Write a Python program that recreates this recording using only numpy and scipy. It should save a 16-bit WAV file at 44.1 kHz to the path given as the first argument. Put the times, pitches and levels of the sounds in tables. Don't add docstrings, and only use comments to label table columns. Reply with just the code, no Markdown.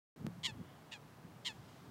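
import sys
import numpy as np
from scipy import signal
from scipy.fft import rfft, irfft
from scipy.io import wavfile
from scipy.ndimage import uniform_filter1d

SR = 44100
rng = np.random.default_rng(int(sys.argv[2]) if len(sys.argv) > 2 else 0)


def transcribe(signal):
    frames = np.atleast_2d(signal).T
    limited = np.clip(frames, -1, 1)
    pcm = np.round(limited * 32767).astype(np.int16)
    wavfile.write(sys.argv[1], SR, pcm)


N = 83790
T = np.arange(N) / SR

# frequency in Hz, relative level in dB.
HUSH_COLOUR = [(300, -2.5), (480, -7), (650, -3.5), (1020, -5.5), (1350, -9.5), (1700, -11.5), (2400, -17),
               (3600, -20.5), (5000, -22.5), (7000, -25.5), (10000, -28), (15500, -28.5)]
# time in seconds, level in dB.
RUSTLE_LEVELS = [(1.35, -87), (1.5, -68), (1.58, -75.5), (1.63, -75), (1.69, -70.5), (1.78, -73),
                 (1.9, -76)]
# time in seconds, pitch in Hz, level in dB.
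HUM_PATH = [(0.271, 170, -79), (0.289, 168.7, -48.5), (.38, 165.8, -56), (0.418, 161.3, -48),
            (0.479, 134.6, -54), (0.541, 121, -52), (.6, 104, -71), (.66, 99.5, -86)]
# time in seconds, level in dB.
GUSTS = [(.17, -59.5), (.21, -50.5), (.27, -46.5), (.31, -58.5), (.38, -57.5), (.42, -58), (.48, -51.5),
         (.53, -58), (.6, -49.5), (.66, -59), (.8, -61), (.9, -63), (.98, -62.5), (1.04, -59.5),
         (1.12, -61.5), (1.27, -58), (1.45, -60.5), (1.6, -58), (1.79, -60.5), (1.9, -54)]
# frequency in Hz, relative level in dB.
GUST_COLOUR = [(18, -28), (30, -29), (111, -1), (156, 0), (190, -5.5), (301, -10.5), (500, -14), (650, -44),
               (1100, -120)]
# centre in seconds, peak level in dB, pitch in Hz, half length in seconds.
HANDLING_BUMPS = [(.215, -40, 210, 0.0049), (.2295, -43, 220, .003), (.249, -33, 195, 0.0052),
                  (.2755, -36, 181.5, .009), (.599, -44.5, 230, 0.0051), (.615, -37.5, 177, 0.0047),
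                  (1.037, -56.5, 150, 0.018), (1.253, -43, 161, 0.0052), (1.363, -51.5, 165, 0.0089),
                  (1.6, -48, 128, 0.011)]
# frequency in Hz, gain in dB.
THROAT_COLOUR = [(500, -28), (880, -13.5), (1150, -17), (1400, -17), (1850, -8), (2300, -7.5), (2700, -7.5),
                 (3200, -5.5), (3600, -4.5), (4400, -8), (5300, -12), (6200, -16), (7050, -8.5),
                 (7900, -18), (9000, -19), (10700, -38), (12000, -29), (15500, -42)]
# start in seconds, level and tail level in dB, attack, harsh part and length in
# seconds, pitch, tail pitch and flutter rate in Hz, flutter as a share of pitch, bill resonance in Hz.
GOOSE_HONKS = [(0.4315, -36, -44, 0.025, .040, 0.094, 1045, 931.5, 133.4, 0.095, 3280),
               (0.913, -48.5, -50.5, 0.011, .029, 0.07, 899.4, 856, 119, 0.076, 2830),
               (1.4475, -39, -46.5, 0.014, 0.038, 0.087, 1003, 910, 130.7, 0.099, 3340)]

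START_S, CUTOFF_HZ = .16, 15800
KNOCK_S, KNOCK_RING_HZ, KNOCK_T60_S = .2666, 328, 0.051
ECHO_S, ECHO_DB, ECHO_CUT_HZ = 0.078, -24.5, 1540
FAR_DB, FAR_RISE_S, FAR_T60_S, FAR_CUT_HZ = -34, 0.24, 1.28, 3100
HONK_SPAN_S, ATTACK_DB, RELEASE_S = .15, 11, 0.024
FLUTTER_DB, FLUTTER_LEAD_S = 3.5, 0.00064
HARSH_JITTER, BASE_JITTER, SHIMMER_DB, RASP_DB = 0.014, 0.014, 1.5, -18
CLEARING_S, SAG_HZ_PER_S, TAIL_DB_PER_S = 0.0062, 2200, 245
TAIL_FLUTTER = 0.047
BILL_DB, BILL_TAIL_DB, BILL_WIDTH_HZ, BILL_TAIL_HZ = 6.5, -4, 890, 2400
TAIL_DULL_DB, FADE_DB_PER_OCTAVE_S = 3.5, 69
LOUD_DB, SOFT_DULL_SHARE = -43.5, 0.14


def from_db(db):
    return 10 ** (np.asarray(db) / 20)


def rms_one(x):
    return x / np.sqrt(np.mean(x ** 2) + 1e-20)


def cut(x, hz, kind="low", order=2):
    return signal.sosfilt(signal.butter(order, min(hz, SR * .45), kind, fs=SR, output="sos"), x + 1e-18)


def colour(x, points):
    hz, db = np.transpose(points)
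    size = 4096
    grid = np.maximum(np.arange(size // 2 + 1) * SR / size, 1)
    cepstrum = irfft(np.log(from_db(np.interp(np.log(grid), np.log(hz), db))))
    cepstrum[1:size // 2] *= 2
    cepstrum[size // 2 + 1:] = 0
    return signal.fftconvolve(x, irfft(np.exp(rfft(cepstrum))))[:len(x)]


def wobble(hz, size=N):
    return rms_one(cut(rng.standard_normal(size), hz))


def evened(x, span_s):
    size = max(int(span_s * SR), 2)
    return x / np.sqrt(np.abs(uniform_filter1d(uniform_filter1d(x ** 2, size), size)) + 1e-12)


def hush():
    noise = colour(rng.standard_normal(N), HUSH_COLOUR)
    return from_db(-62.5) * rms_one(cut(noise, 285, "high"))


def rustle():
    hiss = cut(cut(rng.standard_normal(N), 2300, "high"), 5050)
    return rms_one(hiss) * from_db(np.interp(T, *np.transpose(RUSTLE_LEVELS)) + 1.1 * wobble(44))


def hum():
    times, hz, db = np.transpose(HUM_PATH)
    wavering_hz = np.interp(T, times, hz) + 14 * wobble(40)
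    wavering_db = np.interp(T, times, db) + 4 * wobble(34)
    phase = 2 * np.pi * np.cumsum(wavering_hz) / SR
    return from_db(wavering_db) * np.sin(phase) * (T > times[0])


def wind():
    rumble = cut(cut(colour(rng.standard_normal(N), GUST_COLOUR), 450), 47.4, "high")
    return evened(rumble, span_s=0.042) * from_db(np.interp(T, *np.transpose(GUSTS)))


def handling():
    return sum(from_db(db) * np.exp(-((T - at_s) / half_s) ** 2) * np.cos(2 * np.pi * hz * (T - at_s))
               for at_s, db, hz, half_s in HANDLING_BUMPS)


def knock():
    impulse = from_db(1) * (np.arange(N) == int(KNOCK_S * SR))
    tick = cut(cut(impulse, 250, order=1), 150, "high")
    t = np.maximum(T - KNOCK_S, 0)
    ring = from_db(-37.5 - 60 * t / KNOCK_T60_S) * np.sin(2 * np.pi * KNOCK_RING_HZ * t)
    return tick + ring


def park_echoes(call):
    echo = np.interp(T - ECHO_S, T, cut(call, ECHO_CUT_HZ), left=0)
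    build_up = np.minimum(T / FAR_RISE_S, 1) ** 2
    scatter = cut(rng.standard_normal(N), FAR_CUT_HZ) * from_db(-60 * T / FAR_T60_S) * build_up
    far = signal.fftconvolve(call, scatter / np.linalg.norm(scatter))[:N]
    return from_db(ECHO_DB) * echo + from_db(FAR_DB) * far


def honk(start_s, level_db, tail_db, attack_s, harsh_s, length_s,
         pitch_hz, tail_hz, flutter_hz, depth, bill_hz):
    t = T[T < HONK_SPAN_S]
    effort = .5 - .5 * np.tanh((t - harsh_s) / CLEARING_S)
    tail_s = np.maximum(t - harsh_s, 0)

    swing = np.cos(2 * np.pi * flutter_hz * (t - FLUTTER_LEAD_S))
    flutter = depth * np.maximum(effort, TAIL_FLUTTER) * swing
    jitter = (BASE_JITTER + HARSH_JITTER * effort) * wobble(400, size=len(t))
    glide_hz = tail_hz + (pitch_hz - tail_hz) * effort - SAG_HZ_PER_S * tail_s
    hz = glide_hz * (1 + flutter + jitter)
    phase = 2 * np.pi * np.cumsum(hz) / SR
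    harmonic = np.arange(1, CUTOFF_HZ // tail_hz + 1)[:, None]

    centre_hz = BILL_TAIL_HZ + (bill_hz - BILL_TAIL_HZ) * effort
    bill_gain = from_db(BILL_TAIL_DB + (BILL_DB - BILL_TAIL_DB) * effort)
    bill = 1 + bill_gain / (1 + 2j * (harmonic * hz - centre_hz) / BILL_WIDTH_HZ)
    tail_dull_db = TAIL_DULL_DB * (1 - effort) + FADE_DB_PER_OCTAVE_S * tail_s
    soft_dull_db = SOFT_DULL_SHARE * (LOUD_DB - level_db)
    tilt = from_db(-(tail_dull_db + soft_dull_db) * np.log2(harmonic))
    pulses = np.sum(tilt * np.real(bill * np.exp(1j * harmonic * phase)), axis=0)
    air_puffs = 2 * (1 + np.cos(phase)) * rng.standard_normal(len(t))
    voice = evened(colour(pulses + from_db(RASP_DB) * air_puffs, THROAT_COLOUR), span_s=0.0084)

    db = tail_db + (level_db - tail_db) * effort - TAIL_DB_PER_S * tail_s
    db -= ATTACK_DB * np.maximum(1 - t / attack_s, 0)
    db += FLUTTER_DB * effort * np.cos(2 * np.pi * flutter_hz * t)
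    db += SHIMMER_DB * wobble(580, size=len(t))
    gate = np.minimum(t / 0.0025, 1) * np.clip((length_s - t) / RELEASE_S, 0, 1)
    return np.pad(-voice * from_db(db) * gate, (int(start_s * SR), N))[:N]


def scene():
    goose = sum(honk(*row) for row in GOOSE_HONKS)
    return (goose + park_echoes(goose) + wind() + handling() + hush() + rustle() + knock() + hum())[None]


def record(dry):
    opened = cut(dry * np.clip((T - START_S) / .002, 0, 1), 34, "high")
    return signal.sosfilt(signal.ellip(12, .1, 70, CUTOFF_HZ, fs=SR, output="sos"), opened)


dry = scene()
out = record(dry)
transcribe(out)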